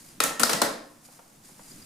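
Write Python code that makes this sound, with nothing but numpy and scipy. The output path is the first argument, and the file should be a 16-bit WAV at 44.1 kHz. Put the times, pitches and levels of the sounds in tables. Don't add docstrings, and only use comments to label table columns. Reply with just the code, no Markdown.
import sys
import numpy as np
from scipy import signal
from scipy.fft import rfft, irfft
from scipy.io import wavfile
from scipy.ndimage import uniform_filter1d

SR = 44100
rng = np.random.default_rng(int(sys.argv[2]) if len(sys.argv) > 2 else 0)


def master(y):
    cut = np.clip(np.atleast_2d(y).T, -1, 1)
    pcm = np.round(cut * 32767)
    wavfile.write(sys.argv[1], SR, pcm.astype(np.int16))


N = 81585

# start and contact length in seconds, left over right in dB, crack in dB,
# thock pitch in Hz, thock, hollow note and slat ring in dB, tick pitch in Hz, tick boost in dB,
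# then the force in dB at each pitch of FORCE_HZ. Levels are relative.
KNOCK_EVENTS = [(0.2026, 0.0021, 6, 3.5, 1296, 12, -34.5, -31, 4200, 1.6, -37, -26, -21.5, -22, -26.5, -20),
                (0.2366, 0.0034, -1.5, 1.5, 279.5, -13, -39.5, -54, 6750, 8.2, -28.5, -32, -24, -28.5, -31, -17),
                (0.3959, 0.0061, 2, -1, 234.2, -28, -31.5, -50, 8350, 3.5, -26.5, -30.5, -21, -23.5, -29.5, -16),
                (0.4328, 0.0027, 12, 4, 1330, 17.5, -67, -38.5, 4600, 8, -35, -26.5, -19.5, -31.5, -23, -17.5),
                (0.4936, 0.0059, 4.5, -2.5, 1428, 7.5, -49, -55, 4700, 2.4, -27, -25, -20, -24, -25.5, -20),
                (0.5311, 0.0031, 5, 2.5, 675, 1, -33.5, -56, 7460, 2.1, -23.5, -33, -27, -29, -27.5, -24.5),
                (0.6170, 0.0018, 5.5, 3.5, 538.7, 11.5, -39, -47.5, 4340, 7.7, -29.5, -22.5, -19, -32, -26, -19.5),
                (0.6206, 0.0015, -1, 0, 296, 6.5, -32.5, -67, 1790, 10.6, -27, -28.5, -24.5, -30, -34, -27)]
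FORCE_HZ = [200, 550, 1300, 2700, 5500, 11000]
# frequency in Hz, relative level in dB.
KNOCK_SPECTRUM = [(40, -28), (90, -30), (140, -17), (220, -6), (310, -4), (390, -24), (490, 0), (800, -4.5),
                  (1300, -2), (2000, -5), (3100, -5.5), (4500, -0.5), (9000, -1.5), (15000, -11)]
# ratio to the thock pitch, relative level in dB, t60 in cycles.
BENDING_MODES = [(1, -13.5, 13), (1.95, -9.5, 10.4), (3.7, -29.5, 12)]
# ratio to the thock pitch, relative level in dB, t60 in seconds.
HOLLOW_PARTIALS = [(1, -2.6, 0.76), (1.97, -2.6, 0.45), (2.87, -2.9, 0.42)]
# pitch in Hz, relative level in dB, t60 in seconds.
TABLE_RESONANCES = [(192.2, -46, 0.64), (231.9, -43, 1.1), (440.4, -31, 0.41), (461.8, -34.5, 0.39),
                    (613.5, -46, 0.81), (522, -35, 0.35), (992, -45, 0.73), (1072, -43.5, 0.74),
                    (1320, -38.5, 0.33), (5005, -35.5, 0.55)]
# pitch in Hz, relative level in dB, t60 in seconds.
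SLAT_RESONANCES = [(1338, 2, 0.72), (1760, -6.5, 0.88), (1850, -4, 0.82)]

# start in seconds, level in dB, pitch in Hz.
TAP_EVENTS = [(.303, -30.5, 460), (1.084, -45.5, 720), (1.190, -40.5, 710), (1.489, -47.5, 746),
              (1.593, -41, 730)]
# pitch ratio, relative level in dB, t60 in seconds.
TAP_PARTIALS = [(.7, -6, 0.06), (1, -5, 0.062), (1.28, -4, 0.04), (1.95, -11, 0.059)]
# frequency in Hz, relative level in dB.
TAP_SPECTRUM = [(60, -38), (400, -26), (800, -12), (1400, -22), (2400, -23.5), (5000, -39)]

# time in seconds, level in dB.
RUSTLE_LEVELS = [(0, -52), (.12, -54), (.18, -61.5), (1.01, -62.5), (1.06, -51.5), (1.09, -59),
                 (1.135, -53.5), (1.2, -59.5), (1.42, -63.5), (1.455, -52), (1.55, -57), (1.64, -53),
                 (1.72, -51), (1.85, -54)]
# frequency in Hz, relative level in dB.
RUSTLE_SPECTRUM = [(300, -19), (900, -12.5), (1900, -8), (3200, -11), (5000, -3), (6200, -1), (9000, 1.5),
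                   (12000, 1.5), (15000, -9)]
# centre in Hz, width in Hz, dB against the hiss at its loudest.
RUSTLE_RESONANCES = [(4845, 28, -11), (6960, 220, -9.5), (9130, 220, -10)]
# time of the peak in seconds, level in dB.
CORD_SLIPS = [(1.719, -47), (1.825, -51)]

# frequency in Hz, relative level in dB, t60 in seconds.
WORKSHOP = [(100, -2.5, 0.37), (257, 2.5, 0.73), (594, 3.5, 0.52), (1290, -1, 0.5), (3020, 3.5, 0.48),
            (6100, 0, 0.41), (10800, 0, 0.34), (15300, 0.5, 0.22)]
# time in seconds, level in dB.
RUMBLE_LEVELS = [(0, -56.5), (.18, -53), (1.0, -60), (1.3, -60.5), (1.35, -56.5), (1.4, -58.5), (1.66, -56),
                 (1.77, -51), (1.85, -52)]
# frequency in Hz, relative level in dB.
RUMBLE_SPECTRUM = [(25, -7), (50, -38), (90, -8.5), (140, -1.5), (200, 1), (290, 0.5), (450, -8.5),
                   (800, -20), (2000, -9)]
FLOOR_SPECTRUM = [(100, -19), (600, 14.5), (1300, 13.5), (2800, -2), (7000, 15), (15000, 12)]
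# frequency in Hz, correlation.
MIC_LIKENESS = [(60, 0.93), (250, 0.98), (600, 0.28), (1400, 0.13), (3000, 0.57), (6000, 0.58),
                (10000, 0.47), (14000, -0.15)]

BANDS_HZ = 25 * 2 ** (np.arange(29) / 3)
T = np.arange(N) / SR
KNOCK_T = T[:SR]


def clatter(knock_db=20, thock_gain_db=19.5, table_db=20.5, tick_octaves=0.22):
    out = np.zeros((2, N))
    for start, contact_s, pan_db, crack_db, *timbre in KNOCK_EVENTS:
        thock_hz, thock_db, hollow_db, slat_db, tick_hz, tick_db, *force_db = timbre
        force = list(zip(FORCE_HZ, force_db))
        sides = np.sqrt(2) * unit(from_db(np.array([pan_db, -pan_db]) / 2))[:, None]
        tick = tick_db * np.exp(-(np.log2(BANDS_HZ / tick_hz) / tick_octaves) ** 2)
        gains = from_db(at_hz(force, BANDS_HZ) + at_hz(KNOCK_SPECTRUM, BANDS_HZ) + tick + knock_db)
        add(out, start, from_db(crack_db) * sides * crack(contact_s, gains))
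        add(out, start + contact_s / 2, reverberation(gains))
        add(out, start, from_db(thock_db + thock_gain_db) * sides * thock(thock_hz, force))
        add(out, start, hollow_note(thock_hz, hollow_db))
        table = sum(ring(hz, at_hz(force, hz) + db + table_db, t60) for hz, db, t60 in TABLE_RESONANCES)
        slat = sum(ring(hz, slat_db + db, t60) for hz, db, t60 in SLAT_RESONANCES)
        add(out, start, table + slat)
    return out


def contacts(length_s, per_s=9000, spread_db=2, release_s=0.0029):
    t = T[:SR // 5]
    sizes = from_db(spread_db * rng.standard_normal((2, len(t))))
    signs = rng.choice([-1, 1], sizes.shape)
    touching = rng.random(sizes.shape) < per_s / SR
    return sizes * signs * touching * np.exp(-np.maximum(t - length_s, 0) / release_s)


def crack(contact_s, gains):
    clicks = [contacts(contact_s), contacts(contact_s)]
    return sum(gain * mic_pair(band(clicks[k % 2], hz), hz)
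               for k, (hz, gain) in enumerate(zip(BANDS_HZ, gains)))


def thock(pitch_hz, force, rise_s=0.0018):
    t, out = KNOCK_T, 0
    for ratio, db, cycles in BENDING_MODES:
        hz = ratio * pitch_hz
        envelope = (1 - np.exp(-t / rise_s)) * from_db(-60 * t * hz / cycles)
        low_cut = signal.butter(2, hz / 2, "high", fs=SR, output="sos")
        swing = signal.sosfilt(low_cut, envelope * np.sin(2 * np.pi * hz * t))
        out = out + from_db(at_hz(force, hz) + db) * swing
    return out


def hollow_note(pitch_hz, level_db, rise_s=0.013):
    note = sum(ring(ratio * pitch_hz, level_db + db, t60) for ratio, db, t60 in HOLLOW_PARTIALS)
    return note * (1 - np.exp(-KNOCK_T / rise_s))


def ring(hz, db, t60, waver_depth=0.72, waver_cycles=27.7, spread_rad=0.18):
    t = KNOCK_T
    knots = np.arange(1000) * waver_cycles / hz
    real, imag, apart = (np.interp(t, knots, k) for k in rng.standard_normal((3, len(knots))))
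    waver = (1 + waver_depth * (real + 1j * imag)) / np.hypot(1, waver_depth)
    phase = rng.uniform(0, 2 * np.pi) + spread_rad * apart * np.array([[1], [-1]])
    envelope = from_db(db - 60 * t / t60) * np.abs(waver)
    return envelope * np.sin(2 * np.pi * hz * t + np.angle(waver) + phase)


def taps(rise_s=0.0015, puff_db=-10, decay_s=0.0056, room_db=-4.5, room_t60_s=0.43):
    out = np.zeros((2, N))
    rise = 1 - np.exp(-T / rise_s)
    envelope = np.exp(-T / decay_s) + from_db(room_db - 60 * T / room_t60_s)
    for start, db, hz in TAP_EVENTS:
        puff = from_db(puff_db) * envelope * noise(TAP_SPECTRUM)
        modes = sum(from_db(mode_db - 60 * T / t60) * np.sin(2 * np.pi * ratio * hz * T)
                    for ratio, mode_db, t60 in TAP_PARTIALS)
        add(out, start, from_db(db) * rise * (puff + modes))
    return out


def rustle(grain_db=1.46):
    hiss, effort = noise(RUSTLE_SPECTRUM), level(RUSTLE_LEVELS)
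    for hz, width_hz, db in RUSTLE_RESONANCES:
        hiss = hiss + from_db(db) * effort / effort.max() * resonance(hz, width_hz)
    grain = np.sqrt(N) * unit(uniform_filter1d(rng.standard_normal(N), size=250))
    return hiss * effort * from_db(grain_db * grain)


def squeaks(slip_s=0.0035):
    slips = sum(from_db(db) * np.exp(-.5 * ((T - s) / slip_s) ** 2) for s, db in CORD_SLIPS)
    return slips * resonance(hz=4847, width_hz=33)


def reverberation(gains, onset_s=0.0069, early_db=-11, early_decay_s=0.0055):
    t, out = KNOCK_T, 0
    rise = 1 - np.exp(-t / onset_s)
    early = from_db(early_db) * unit(np.exp(-t / early_decay_s) * rise)
    for hz, gain in zip(BANDS_HZ, gains):
        tail = unit(from_db(-60 * t / at_hz(WORKSHOP, hz, column=2)) * rise)
        wash = band(rng.standard_normal((2, SR)) * np.hypot(tail, early), hz)
        out = out + gain * from_db(at_hz(WORKSHOP, hz)) * mic_pair(wash, hz)
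    return out


def room_tone(floor_db=-61):
    return level(RUMBLE_LEVELS) * noise(RUMBLE_SPECTRUM) + from_db(floor_db) * noise(FLOOR_SPECTRUM)


def resonance(hz, width_hz):
    peak = signal.iirpeak(hz, hz / width_hz, fs=SR)
    return np.sqrt(N) * mic_pair(signal.lfilter(*peak, rng.standard_normal((2, N))), hz)


def noise(colour):
    hz = np.fft.rfftfreq(N, 1 / SR) + 1
    mid, side = rfft(rng.standard_normal((2, N)))
    spectrum = left_right(mid, side, hz) * from_db(at_hz(colour, hz)) / np.sqrt(hz + 20)
    return np.sqrt(N) * unit(irfft(spectrum, N))


def left_right(mid, side, hz):
    alike = at_hz(MIC_LIKENESS, hz)
    return np.sqrt(1 + alike) * mid + np.sqrt(1 - alike) * side * np.array([[1], [-1]])


def mic_pair(two, hz):
    return unit(left_right(unit(two[0]), unit(two[1]), hz))


def band(x, hz):
    edges = hz * 2 ** (np.array([-1, 1]) / 6)
    return signal.sosfilt(signal.butter(2, edges, "band", fs=SR, output="sos"), x + 1e-18)


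def at_hz(points, hz, column=1):
    points = np.array(points)
    return np.interp(np.log(hz), np.log(points[:, 0]), points[:, column])


def level(curve):
    return from_db(np.interp(T, *np.transpose(curve)))


def from_db(db):
    return 10 ** (np.asarray(db) / 20)


def unit(x):
    return x / np.sqrt(np.mean(np.sum(x ** 2, axis=-1)) + 1e-20)


def add(out, start_s, x):
    i = int(start_s * SR)
    n = min(x.shape[-1], N - i)
    out[:, i:i + n] += x[..., :n]


def scene():
    return clatter() + taps() + rustle() + squeaks() + room_tone()


def record(dry):
    high_cut = signal.cheby1(12, .3, 15400, fs=SR, output="sos")
    return signal.sosfilt(high_cut, np.clip(dry, -1, 1))


dry = scene()
out = record(dry)
master(out)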